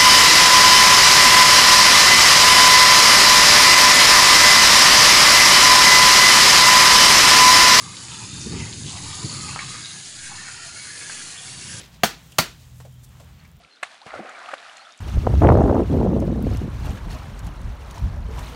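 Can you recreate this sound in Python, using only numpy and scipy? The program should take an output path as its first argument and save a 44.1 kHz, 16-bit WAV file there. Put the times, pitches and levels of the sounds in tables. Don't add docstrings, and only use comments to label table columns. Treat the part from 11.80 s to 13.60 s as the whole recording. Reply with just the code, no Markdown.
import sys
import numpy as np
from scipy import signal
from scipy.fft import rfft, irfft
from scipy.io import wavfile

SR = 44100
rng = np.random.default_rng(int(sys.argv[2]) if len(sys.argv) > 2 else 0)


def int16_out(signal):
    q = np.round(np.clip(np.atleast_2d(signal).T, -1, 1) * 32767)
    wavfile.write(sys.argv[1], SR, q.astype(np.int16))


N = 79380
TIME_S = np.arange(N) / SR
FREQ_HZ = np.maximum(np.fft.rfftfreq(N, 1 / SR), 1)


def from_db(db):
    return 10 ** (np.asarray(db) / 20)


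def at_hz(points, hz):
    f, value = np.transpose(points)
    return np.interp(np.log(hz), np.log(f), value)


def in_time(rows):
    times_s, *columns = np.transpose(rows)
    return [np.interp(TIME_S, times_s, column) for column in columns]


def noise(gain):
    x = irfft(rfft(rng.standard_normal(N)) * gain, N)
    return x / np.sqrt(np.mean(x ** 2) + 1e-20)


def flutter(corner_hz):
    return noise(1 / (1 + (FREQ_HZ / corner_hz) ** 2))


def band(hz, octaves):
    return noise(1 / (1 + (np.log2(FREQ_HZ / hz) / octaves) ** 2 / 2) ** 2)


def swell(mid_s, sigma_s):
    return np.exp(-((TIME_S - mid_s) / sigma_s) ** 2 / 2)


def strike(start_s, attack_s, t60_s):
    age_s = TIME_S - start_s
    return np.clip(age_s / attack_s, 0, 1) * from_db(-60 * np.maximum(age_s - attack_s, 0) / t60_s)


def burst(start_s, attack_s, spectrum_db, t60_at):
    spectrum = rfft(noise(from_db(spectrum_db)))
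    centres_hz = np.geomspace(62.5, 16000, 9)
    out = 0
    for hz, weights in zip(centres_hz, np.eye(len(centres_hz))):
        share = np.interp(np.log(FREQ_HZ), np.log(centres_hz), weights)
        out += irfft(spectrum * share, N) * strike(start_s, attack_s, t60_at(hz))
    return out


# f/Hz, knock 1 density/dB, knock 2 density/dB
CRACK_SPECTRUM = [(35, -4, -25), (70.5, -10.5, -3.5), (302, -12, -3.5), (800, 10.5, -2.5), (1060, -2, -0.5),
                  (1460, 3.5, -8.5), (1800, 5.5, -25), (1944, -3.5, 4), (3320, -2, -9.5), (4700, 5, 6),
                  (5200, -12.5, -12.5), (6400, 0, 0), (7660, -13, -13.5), (9500, -4, -5.5),
                  (10800, -14, -13), (16000, -8.5, -11.5)]
# t/s, crack/dB, snap/dB, thud/dB, thud f/Hz, ring/dB, reflections/dB
BLOWS = [(0.2336, -13.5, -10, -6.5, 738, -21.5, -22), (0.5840, -11.5, -11.5, -9, 700, -20, -22)]
CONTACT_LAG_S, CONTACT_RISE_S = 0.00126, 0.00024
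THUD_LAG_S, GRAIN_DB = 0.0036, 4


def knocks():
    out = 0
    for spot, (t_s, crack_db, snap_db, thud_db, thud_hz, ring_db, yard_db) in enumerate(BLOWS):
        colour_db = at_hz([(row[0], row[1 + spot]) for row in CRACK_SPECTRUM], FREQ_HZ)
        crack = burst(t_s, 0.001, colour_db, t60_at=lambda hz: 0.097 * (hz / 1000) ** -0.017)
        crack *= from_db(crack_db + GRAIN_DB * flutter(570))
        snap = from_db(snap_db) * band(2380, octaves=0.5)
        snap *= strike(t_s + CONTACT_LAG_S, CONTACT_RISE_S, t60_s=0.019)
        thud = from_db(thud_db) * np.sin(2 * np.pi * thud_hz * (TIME_S - t_s - THUD_LAG_S))
        thud *= strike(t_s + THUD_LAG_S, CONTACT_RISE_S, t60_s=0.021)
        yard = from_db(yard_db) * reflections(t_s)
        ring = from_db(ring_db) * panel_ring(t_s, spot)
        out += snap + thud + crack + ring + yard
    return out


# f/Hz, nominal t60/s, knock 1 level/dB, knock 2 level/dB
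PANEL_MODES = [(72.5, 0.11, -16.5, -3.5), (167.8, 0.14, -1.5, .5), (211.2, .12, 1.5, -29),
               (258.4, 0.15, -41, -8.5), (362, 0.17, -8.5, -11), (459, .08, 0.5, -29),
               (629, 0.19, -12, -4.5), (684, 0.1, 6, -1), (787, 0.094, 4.5, -6), (816, 0.065, 7, -1),
               (950, 0.15, -1, -5.5), (1003, 0.12, -21, -2.5), (1226, 0.045, -28, 0), (1216, 0.071, 5, -1),
               (1393, 0.14, -4, 5.5), (1510, .13, 1, -5.5), (1690, 0.29, -7.5, -23), (1750, 0.16, -5, -32),
               (1858, 0.11, -4.5, -2.5), (2565, 0.19, -11, -8), (3220, 0.1, 1.5, -3.5),
               (3200, 0.21, -4.5, -26), (4450, 0.31, -7.5, -5), (5560, 0.18, -4, -4.5)]
TRAVEL_1KHZ_S, RING_DAMPING = 0.001275, 1.78
AFTER_RING_DB, AFTER_RING_T60_S = -20.5, 0.27


def panel_ring(start_s, spot):
    out = 0
    for hz, t60_s, *levels_db in PANEL_MODES:
        age_s = np.maximum(TIME_S - start_s - TRAVEL_1KHZ_S * np.sqrt(1000 / hz), 0)
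        rise = 1 - np.exp(-age_s / CONTACT_RISE_S)
        fast_decay = from_db(-60 * RING_DAMPING * age_s / t60_s)
        after_ring = from_db(AFTER_RING_DB - 60 * age_s / AFTER_RING_T60_S)
        wave = np.sin(2 * np.pi * (hz * age_s + rng.random()))
        out += from_db(levels_db[spot]) * rise * (fast_decay + after_ring) * wave
    return out


# f/Hz, density/dB
YARD_SPECTRUM = [(30, -15), (70, -9.5), (200, 6.5), (450, -1), (800, -3.5), (1500, 2), (3000, 0),
                 (4600, -2), (7000, -3), (10000, -8.5), (16000, -6)]
# f/Hz, t60/s
YARD_DECAY = [(100, 0.27), (500, 0.3), (1500, 0.27), (4000, 0.32), (9000, 0.21), (16000, 0.16)]


def reflections(start_s):
    return burst(start_s, 0.011, at_hz(YARD_SPECTRUM, FREQ_HZ), lambda hz: at_hz(YARD_DECAY, hz))


# t/s, resonance level/dB, resonance f/Hz, scuff level/dB, t60/s
SOFT_TAPS = [(1.001, -52, 830, -44.5, 0.1), (1.049, -45, 520, -48.5, 0.11), (1.398, -47, 544, -47, 0.13)]
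# f/Hz, density/dB
SCUFF_SPECTRUM = [(150, 10), (300, 13), (3000, -1.5), (8000, -4), (16000, -17)]


def taps():
    out = 0
    for t_s, db, hz, scuff_db, t60_s in SOFT_TAPS:
        hollow = from_db(db) * band(hz, octaves=0.49)
        scuff = from_db(scuff_db) * noise(from_db(at_hz(SCUFF_SPECTRUM, FREQ_HZ)))
        out += (hollow + scuff) * strike(t_s, 0.0017, t60_s)
    return out


# t/s, level/dB, f/Hz
CLINKS = [(0.52, -45, 3030), (1.588, -63, 2700), (1.651, -56, 2330)]


def clinks():
    out = 0
    for t_s, db, hz in CLINKS:
        ring = band(hz, octaves=0.22) * strike(t_s, 0.00077, t60_s=0.066)
        click = band(2 * hz, octaves=0.75) * strike(t_s, 0.00026, t60_s=0.036)
        out += from_db(db) * (ring + click)
    return out


# centre t/s, sigma/s, level/dB, f/Hz
RUSTLE_SWELLS = [(.0, 0.031, -48.5, 302), (0.008, 0.044, -46, 2900), (0.146, 0.019, -54.5, 3900),
                 (.82, 0.024, -58.5, 3800), (0.994, 0.029, -59.5, 7600), (1.245, 0.011, -53, 7500),
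                 (1.353, 0.03, -58.5, 880), (1.482, 0.032, -61, 940), (1.63, 0.04, -57.5, 1540)]
RUSTLE_GRAIN_DB = 2.5


def rustles():
    out = 0
    for t_s, sigma_s, db, hz in RUSTLE_SWELLS:
        grainy_gain = from_db(db + RUSTLE_GRAIN_DB * flutter(120))
        out += grainy_gain * swell(t_s, sigma_s) * band(hz, octaves=1.05)
    return out


def crackles(rate_per_s=35, level_db=-59.5, t60_s=0.015):
    onsets = rng.random(N) < rate_per_s / SR
    kicks = onsets * rng.exponential(1, N) + 1e-18
    power_pole = from_db(-120 / (t60_s * SR))
    power = signal.lfilter([1], [1, -power_pole], kicks)
    return from_db(level_db) * np.sqrt(power) * band(9000, octaves=0.9)


# centre t/s, sigma/s, level/dB, f/Hz
BIRD_CHIRPS = [(1.157, .03, -65.5, 3180), (1.235, .03, -70, 3500), (1.28, 0.0033, -60.5, 3380),
               (1.602, 0.0055, -61.5, 4380)]


def birds():
    return sum(from_db(db) * swell(t_s, sigma_s) * band(hz, octaves=0.072)
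               for t_s, sigma_s, db, hz in BIRD_CHIRPS)


# t/s, fundamental f/Hz, harmonic 2 level/dB, harmonic 3 level/dB, harmonic 4 level/dB
ENGINE_DRONE = [(0, 43.5, -69, -68.5, -64), (.45, 40.94, -83, -59.5, -57), (.75, 40.56, -53, -53, -62),
                (1.0, 40.88, -51.5, -45, -71), (1.25, 40.98, -52, -48.5, -67),
                (1.5, 40.81, -53, -52, -55.5), (1.8, 41.3, -55.5, -66.5, -61.5)]


def engine(pitch_wobble=0.015, level_wobble_db=0.54):
    hz, *levels_db = in_time(ENGINE_DRONE)
    phase = 2 * np.pi * np.cumsum(hz * (1 + pitch_wobble * flutter(6.8))) / SR
    out = 0
    for harmonic, db in enumerate(levels_db, start=2):
        amplitude = np.sqrt(2) * from_db(db + level_wobble_db * flutter(35))
        out += amplitude * np.sin(harmonic * phase + rng.uniform(0, 2 * np.pi))
    return out


# f/Hz, density/dB
AIR_SPECTRUM = [(100, -2.5), (400, -5), (800, -4.5), (2000, -8), (3300, -7.5), (5000, -13), (7000, -11.5),
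                (10500, -20), (16000, -20.5)]
# t/s, level/dB
TREBLE_GAIN = [(0, 3), (.2, -3.5), (.45, 7), (.9, 4.5), (1.15, 0.5), (1.4, 2.5), (1.6, -3.5), (1.8, -10)]
# t/s, level/dB
MID_GAIN = [(0, 4), (.45, 3.5), (.9, 0), (1.15, -3), (1.28, -1), (1.45, 2), (1.8, -2)]
# f/Hz, density/dB
RUMBLE_SPECTRUM = [(18, -29), (30, -6), (42, 3), (58, 8), (100, -7.5), (140, 3), (220, -8.5), (300, -17.5),
                   (600, -75.5)]


def outdoor_air(hiss_db=-58.5, rumble_db=-50, split_hz=5630, flicker_db=1.3):
    air = noise(from_db(at_hz(AIR_SPECTRUM, FREQ_HZ)))
    treble = irfft(rfft(air) / (1 + (split_hz / FREQ_HZ) ** 4), N)
    (treble_db,), (mid_db,) = in_time(TREBLE_GAIN), in_time(MID_GAIN)
    hiss = (air - treble) * from_db(mid_db) + treble * from_db(treble_db + flicker_db * flutter(150))
    rumble = noise(from_db(at_hz(RUMBLE_SPECTRUM, FREQ_HZ)))
    return from_db(hiss_db) * hiss + from_db(rumble_db) * rumble


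def mic_hiss(level_db=-72):
    return from_db(level_db) * band(14400, octaves=0.17)


def scene():
    floor = mic_hiss()
    foreground = knocks() + taps() + clinks() + rustles() + crackles()
    background = birds() + outdoor_air() + engine()
    return (foreground + background + floor)[None]


def record(dry, low_cut_hz=42, high_cut_hz=15800):
    rounded = 0.95 * np.tanh(dry / 0.95)
    thinned = signal.sosfilt(signal.butter(3, low_cut_hz, "high", fs=SR, output="sos"), rounded)
    return signal.sosfilt(signal.ellip(10, 0.1, 80, high_cut_hz, fs=SR, output="sos"), thinned)


dry = scene()
out = record(dry)
int16_out(out)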